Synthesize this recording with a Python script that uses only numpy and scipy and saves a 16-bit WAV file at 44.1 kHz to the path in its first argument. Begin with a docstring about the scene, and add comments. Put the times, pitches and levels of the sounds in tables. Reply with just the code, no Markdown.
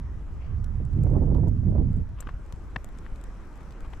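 """Wind on a snowy street

Turbulent pressure rumbles on the two microphone ports of a hand-held camera, swells into one
fluttering gust and pulses low in the calm, over a wash of distant traffic and a faint hiss. Icy flakes
tick on the housing and excite its resonances. Friction makes a sleeve swish and a glove creak, while
the hand thuds and clicks on the camera body."""
import sys
import numpy as np
from scipy import signal
from scipy.io import wavfile
from scipy.ndimage import uniform_filter1d

SR = 44100
rng = np.random.default_rng(int(sys.argv[2]) if len(sys.argv) > 2 else 0)


def persist_wave(psi):
    """Save psi, clipped to +-1, as 16-bit WAV."""
    counts = np.round(np.clip(psi, -1, 1) * 32767).astype(np.int16)
    wavfile.write(sys.argv[1], SR, np.atleast_2d(counts).T)


N = 176400
TIME = np.arange(N) / SR

# distant traffic and microphone hiss: (time [s], level [dB])
TRAFFIC_LEVEL = [(0, -52), (.9, -54), (1.6, -56), (2.1, -55.5), (2.6, -51.5), (3.05, -50), (3.6, -50),
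                 (4, -50)]
HISS_LEVEL = [(0, -74.5), (2, -75.5), (2.6, -72.5), (4, -72)]
# their spectra: (frequency [Hz], relative density [dB])
TRAFFIC_SPECTRUM = [(100, 2.5), (280, -1.5), (450, -7), (750, -12), (1250, -10.5), (1800, -17.5),
                    (2600, -24.5), (3500, -32), (5000, -47), (8000, -47.5)]
HISS_SPECTRUM = [(2000, -3.5), (4000, -1), (5500, 4), (7300, 0.5), (8800, -3.5), (11000, -5.5), (12300, -8),
                 (13500, -22), (16000, -26.5)]
# their likeness at the two ports: (frequency [Hz], correlation [1])
TRAFFIC_LIKENESS = [(100, 1), (500, 0.95), (1500, 0.65), (2600, 0.55), (5000, 0.33)]
HISS_LIKENESS = [(2000, 0.63), (12000, 0.084)]

# glove and sleeve strokes: (peak time [s], rise [s], decay [s], level [dB])
CREAKS = [(2.204, 0.02, 0.022, -52), (2.2255, 0.0005, 0.0077, -51), (2.273, 0.0041, 0.005, -43.5),
          (2.2915, 0.0019, 0.007, -41.5), (2.95, 0.0084, 0.013, -57.5), (3.058, 0.011, 0.013, -51),
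          (3.606, 0.0037, 0.0042, -51), (3.85, 0.0055, 0.012, -50.5), (3.937, 0.0053, 0.0046, -40)]
SWISHES = [(.422, 0.013, 0.026, -58), (.446, 0.0022, 0.0095, -56.5), (.464, 0.0068, .014, -56.5),
           (.508, .005, 0.0092, -63), (1.65, 0.016, .02, -65)]
# their spectra: (frequency [Hz], relative density [dB])
GLOVE_SPECTRUM = [(200, -1.5), (600, -6.5), (1200, 8.5), (1900, -4), (2700, -6), (3800, -14.5),
                  (6000, -26.5), (9000, -31.5), (14000, -28)]
SLEEVE_SPECTRUM = [(1000, -4), (1800, 2), (2500, 7.5), (3500, -14.5), (5500, -15.5), (9000, -28.5)]

# quick slips of the grip: (time [s], relative level [dB], cut-off [Hz])
SLIPS = [(2.2262, -14, 1400), (2.288, -22, 1800), (2.29, -8, 990), (2.2919, -12, 2070), (2.7604, -2, 1600),
         (2.7623, -2.5, 5500), (2.7634, -5.5, 2500), (2.7645, -2, 3000), (3.0644, -17, 2220),
         (3.8498, -24, 1000), (3.9372, -14, 1180), (3.9398, -20.5, 1390)]
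# soft low thuds of the hand and, in the last four rows, low pulses of the calm wind rumble:
# (time [s], relative level [dB], cut-off [Hz])
LOW_PULSES = [(2.2689, -28.5, 800), (2.338, -19.5, 109), (2.535, -22.5, 149), (2.7653, -24, 326),
              (3.12, -15.5, 97), (3.282, -23, 100), (3.392, -23, 89), (3.819, -19.5, 65.4),
              (3.871, -24, 85)]
# modes of the slips, low pulses and flakes: (frequency [Hz], gain [dB], 60 dB decay time [s])
HOUSING_MODES = [(196, -32, 0.013), (770, -42, 0.026), (1145, -37.5, 0.029), (1560, -32, 0.011),
                 (1860, -18.5, 0.0059), (2640, -22.5, 0.0022), (4150, -41, 0.0023), (7200, -46, 0.0042)]
LOW_MODES = [(40, -6, 0.12), (134, -1.5, 0.024), (247, -1.5, 0.017)]
PORT_MODES = [(7610, -7, 0.0037), (8300, -12.5, 0.0034), (11940, -10.5, 0.0026)]
TAP_MODES = [(330, -3.5, .007), (640, 1.5, 0.0097), (1100, -2.5, .004), (2050, -1, .003)]

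# flake impacts, in relative levels: (time [s], tick [dB], port ring [dB], dull tap [dB])
FLAKES = [(0.6435, -39.5, -47.5, -54), (0.852, -49, -45.5, -70), (0.932, -45.5, -54, -65),
          (1.036, -47, -39.5, -70), (1.076, -50, -68.5, -70), (1.104, -50.5, -53, -70),
          (1.3483, -46, -70.5, -65), (1.484, -54, -40, -77), (1.932, -55, -54, -74), (1.967, -57, -50, -71),
          (2.2036, -40, -42, -44), (2.2052, -57, -35, -64), (2.2065, -47, -24.5, -62),
          (2.2088, -58, -44, -70), (2.228, -61, -53, -70), (2.463, -52, -51, -74),
          (2.5247, -34.5, -60, -61), (2.845, -43, -32.5, -38.5), (2.889, -48, -49, -68),
          (2.987, -41.5, -53, -60), (3.159, -44.5, -70, -68), (3.2134, -49, -46, -65),
          (3.2395, -39.5, -40, -52), (3.5565, -47, -74, -65), (3.7075, -42.5, -63, -60),
          (3.723, -45.5, -51, -66), (3.806, -42.5, -58, -60)]
# fine flakes: (time [s], nominal rate [1/s])
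FINE_RATE = [(0, 1.56), (2, 14), (2.6, 50), (4, 160)]
# shattering ice: (frequency [Hz], relative density [dB])
TICK_SPECTRUM = [(200, 10), (700, 5.5), (1500, 1.5), (3000, -3), (4300, -2.5), (5800, -5.5), (8000, -5),
                 (10000, -14.5), (12500, -11), (15000, -22.5)]

# pressure of large eddies, small eddies and sharp puffs: (time [s], level [dB])
WIND_LEVEL = [(0, -30.5), (.2, -34.5), (.45, -33.5), (.5, -31), (.55, -26), (.72, -29), (.8, -25.5),
              (.9, -29.5), (.96, -20.5), (1.25, -20), (1.282, -22.5), (1.31, -19.5), (1.5, -21),
              (1.57, -24), (1.63, -24.5), (1.67, -20), (1.72, -20.5), (1.75, -24), (1.79, -18),
              (1.85, -22.5), (2.01, -23.5), (2.05, -34), (2.38, -37), (2.48, -39), (2.58, -38), (3.25, -38),
              (3.55, -42), (4, -37.5)]
EDDY_LEVEL = [(0, -54), (.5, -53.5), (.78, -52.5), (.86, -53), (.95, -46.5), (1.06, -35.5), (1.16, -32.5),
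              (1.25, -37), (1.33, -34), (1.48, -38), (1.57, -48.5), (1.66, -43), (1.79, -34.5),
              (1.87, -45.5), (1.98, -45), (2.06, -54.5), (4, -80)]
PUFFS = [(0.801, -34.5), (1.068, -28), (1.153, -29), (1.163, -32), (1.177, -35.5), (1.203, -33.5),
         (1.219, -32.5), (1.293, -33), (1.317, -29), (1.349, -26.5), (1.36, -34.5), (1.383, -31.5),
         (1.435, -31.5), (1.473, -32.5), (1.683, -35.5), (1.72, -34.5), (1.752, -30.5), (1.781, -30.5)]
# large and small eddies at the height of the gust: (frequency [Hz], relative density [dB])
RUMBLE_SPECTRUM = [(12, -13.5), (24, -6.5), (37, -3), (55, -3.5), (112, -1.5), (155, -8), (210, -14),
                   (300, -21), (450, -36.5), (800, -58.5), (1600, -71)]
EDDY_SPECTRUM = [(130, 3.5), (220, 0.5), (320, -2.5), (450, -5.5), (700, -14.5), (950, -21.5),
                 (1250, -37.5), (1800, -55), (3000, -66.5)]
# likeness of the rumble at the two ports: (frequency [Hz], correlation [1])
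RUMBLE_LIKENESS = [(25, 0.66), (60, 0.9), (300, 0.89)]

GUST_DB, RUMBLE_DB_PER_OCTAVE = -18.5, 16.5   # each such drop below the gust level lowers it an octave
EDDY_TOP_DB, EDDY_DB_PER_OCTAVE = -31.5, 25.5
CALM_DB, FLUTTER_DB = -35, 3.5
PUFF_RISE_S, PUFF_DECAY_S = 0.00049, 0.011
FINE_DB, FLURRY_DB, FRAGMENTS_PER_S = -62.5, 1.5, 810


def from_db(db):
    """Amplitude grows tenfold for every 20 dB."""
    return 10 ** (np.asarray(db) / 20)


def unit_power(x):
    """Division by the RMS value gives unit mean power."""
    return x / np.sqrt(np.mean(x ** 2) + 1e-20)


def in_time(rows):
    """Linear interpolation gives a curve its value at every sample."""
    return np.interp(TIME, *np.transpose(rows))


def at_hz(points, hz):
    """A spectrum is interpolated on a logarithmic frequency axis."""
    f, value = np.transpose(points)
    return np.interp(np.log(hz), np.log(f), value)


def pan(db):
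    """A level difference places a source to one side; positive is left."""
    gains = from_db(np.array([[.5], [-.5]]) * db)
    return gains / gains.mean(axis=0)


def drift(hz):
    """Low-passed noise gives slow random motion of unit power."""
    pole = np.exp(-80 * np.pi * hz / SR)   # one step per 40 samples
    slow = signal.lfilter([1], [1, -2 * pole, pole * pole], rng.standard_normal(N // 40 + 2002))[2000:]
    return np.interp(np.arange(N) / 40, np.arange(len(slow)), unit_power(slow))


def bands(spectrum, likeness):
    """In-phase and antiphase noise mix to set the stereo correlation of each third octave."""
    edges = 12.5 * 2 ** (np.arange(32) / 3)
    white = rng.standard_normal((2, 2, N + SR // 4))
    for k, (low, high) in enumerate(zip(edges, edges[1:])):
        hz = np.sqrt(low * high)
        if spectrum[0][0] < hz < spectrum[-1][0]:
            bandpass = signal.butter(3, [low, high], "band", fs=SR, output="sos")
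            mid, side = signal.sosfilt(bandpass, white[k % 2])[:, -N:]
            alike = np.clip(at_hz(likeness, hz), -1, 1)
            band = np.sqrt(1 + alike) * mid + np.sqrt(1 - alike) * side * [[1], [-1]]
            yield hz, high - low, unit_power(band)


def noise(spectrum, likeness, flicker_db, octaves=0):
    """Flickering bands add in power to a unit noise whose spectrum can slide by octaves."""
    out, power = 0, 0
    for hz, width, band in bands(spectrum, likeness):
        gain = np.sqrt(width) * from_db(at_hz(spectrum, hz / 2 ** octaves))
        out = out + gain * from_db(flicker_db * drift(9.1)) * band
        power = power + gain ** 2
    return unit_power(out / np.sqrt(power))


def evened(x, window_s):
    """Division by the running RMS value removes swells longer than the window."""
    return x / np.sqrt(uniform_filter1d(np.mean(x ** 2, axis=0), int(window_s * SR)) + 1e-9)


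def swells(rows):
    """Each envelope grows and decays exponentially about its peak."""
    return sum(from_db(db) * np.exp(-np.maximum((s - TIME) / rise, (TIME - s) / decay))
               for s, rise, decay, db in rows)


def impulses(s, db):
    """A brief force acts as an impulse."""
    out = np.zeros(N)
    np.add.at(out, (np.atleast_1d(s) * SR).astype(int), from_db(db))
    return out


def tails(hits, decay_s):
    """A leaky integrator gives each impulse an exponential decay."""
    return signal.lfilter([1], [1, -np.exp(-1 / (decay_s * SR))], hits + 1e-18)


def ring(hits, modes):
    """Each mode answers an impulse with a damped sinusoid."""
    out = 0
    for hz, db, t60 in modes:
        r, w = from_db(-60 / (t60 * SR)), 2 * np.pi * hz / SR
        out = out + from_db(db) * signal.lfilter([0, np.sin(w)], [1, -2 * r * np.cos(w), r * r], hits + 1e-18)
    return out


def soft(x, hz):
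    """A low-pass filter softens an onset by removing its treble."""
    return signal.sosfilt(signal.butter(2, hz, fs=SR, output="sos"), x + 1e-18)


def traffic():
    """Distant vehicles add incoherently into a wash of noise."""
    wash = noise(TRAFFIC_SPECTRUM, TRAFFIC_LIKENESS, flicker_db=1.73)
    return from_db(in_time(TRAFFIC_LEVEL)) * pan(db=2) * wash


def hiss():
    """The self-noise of the microphones sets a faint treble floor."""
    return from_db(in_time(HISS_LEVEL)) * noise(HISS_SPECTRUM, HISS_LIKENESS, flicker_db=1.7)


def rustles():
    """Friction radiates swells of noise, grainy from the glove and smoother from the sleeve."""
    glove = noise(GLOVE_SPECTRUM, [(500, 1), (3000, .85), (9000, .4)], flicker_db=3)
    glove = unit_power(glove * from_db(5 * drift(260)))
    sleeve = noise(SLEEVE_SPECTRUM, [(1500, .28), (6000, .21)], flicker_db=6.5)
    sleeve = unit_power(sleeve * from_db(-1 * drift(200)))
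    return (swells(CREAKS) * glove + swells(SWISHES) * sleeve) * pan(db=5)


def grip():
    """Slips of the grip excite the modes of the plastic housing in short clicks."""
    return sum(soft(ring(impulses(s, db), HOUSING_MODES), hz) for s, db, hz in SLIPS) * pan(db=5)


def low_pulses():
    """Damped low oscillations form soft thuds of the hand and pulses of the calm wind rumble."""
    pulses = sum(soft(soft(ring(impulses(s, db), LOW_MODES), hz), hz) for s, db, hz in LOW_PULSES)
    return -pulses * pan(db=1)


def flakes():
    """Brittle impacts shatter in bursts of noise, tap the body and make the left port resonate."""
    s, tick_db, ring_db, tap_db = np.transpose(FLAKES)
    rate = in_time(FINE_RATE) * unit_power(from_db(FLURRY_DB * drift(5.3)))
    arrivals = rng.random(N) < rate / SR
    fine = arrivals * from_db(FINE_DB + np.minimum(rng.exponential(1, N), 3))
    bursts = tails(impulses(s, tick_db) + fine, decay_s=0.0016)
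    ice = noise(TICK_SPECTRUM, [(500, .9), (4000, .6), (12000, .3)], flicker_db=2)
    ticks = from_db(-5.5) * bursts * ice
    taps = ring(impulses(s, tap_db), TAP_MODES)
    hits = impulses(s, ring_db) + fine
    scatter = (rng.random(N) < FRAGMENTS_PER_S / SR) * rng.standard_normal(N)
    fragments = from_db(-13) * tails(hits, decay_s=0.005) * scatter
    port_band = signal.butter(2, [6000, 12500], "band", fs=SR, output="sos")
    port = signal.sosfilt(port_band, ring(hits + fragments, PORT_MODES))
    return (ticks + taps) * pan(db=3.5) + port * pan(db=24)


def flutter():
    """Vortex shedding at the right port makes quick puffs whose spectrum rises with their strength."""
    puffs = swells([(s, PUFF_RISE_S, PUFF_DECAY_S, db) for s, db in PUFFS])
    wobble = unit_power(from_db(FLUTTER_DB * np.tanh(drift(34))))
    pressure = np.hypot(from_db(in_time(EDDY_LEVEL)) * wobble, puffs)
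    octaves = (20 * np.log10(pressure) - EDDY_TOP_DB) / EDDY_DB_PER_OCTAVE
    air = noise(EDDY_SPECTRUM, [(200, .81), (1200, .9)], flicker_db=0.5, octaves=octaves)
    return pressure * pan(db=-13.5) * evened(air, window_s=0.012)


def rumble():
    """The turbulent pressure of large eddies grows louder, higher and further right as the wind rises."""
    db = in_time(WIND_LEVEL)
    octaves = (db - GUST_DB) / RUMBLE_DB_PER_OCTAVE
    air = noise(RUMBLE_SPECTRUM, RUMBLE_LIKENESS, flicker_db=1.5, octaves=octaves)
    lean_db = np.clip(db - CALM_DB, 0, 6)
    return from_db(db) * pan(-lean_db) * evened(air, window_s=0.054)


def scene():
    """The pressures of all sources superpose at the two microphones."""
    return rumble() + flutter() + traffic() + hiss() + flakes() + rustles() + grip() + low_pulses()


def record(dry):
    """A steep low-pass filter limits the bandwidth, reaching 70 dB of attenuation at 15.7 kHz."""
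    return signal.sosfilt(signal.cheby2(12, 70, 15700, fs=SR, output="sos"), dry)


dry = scene()
out = record(dry)
persist_wave(out)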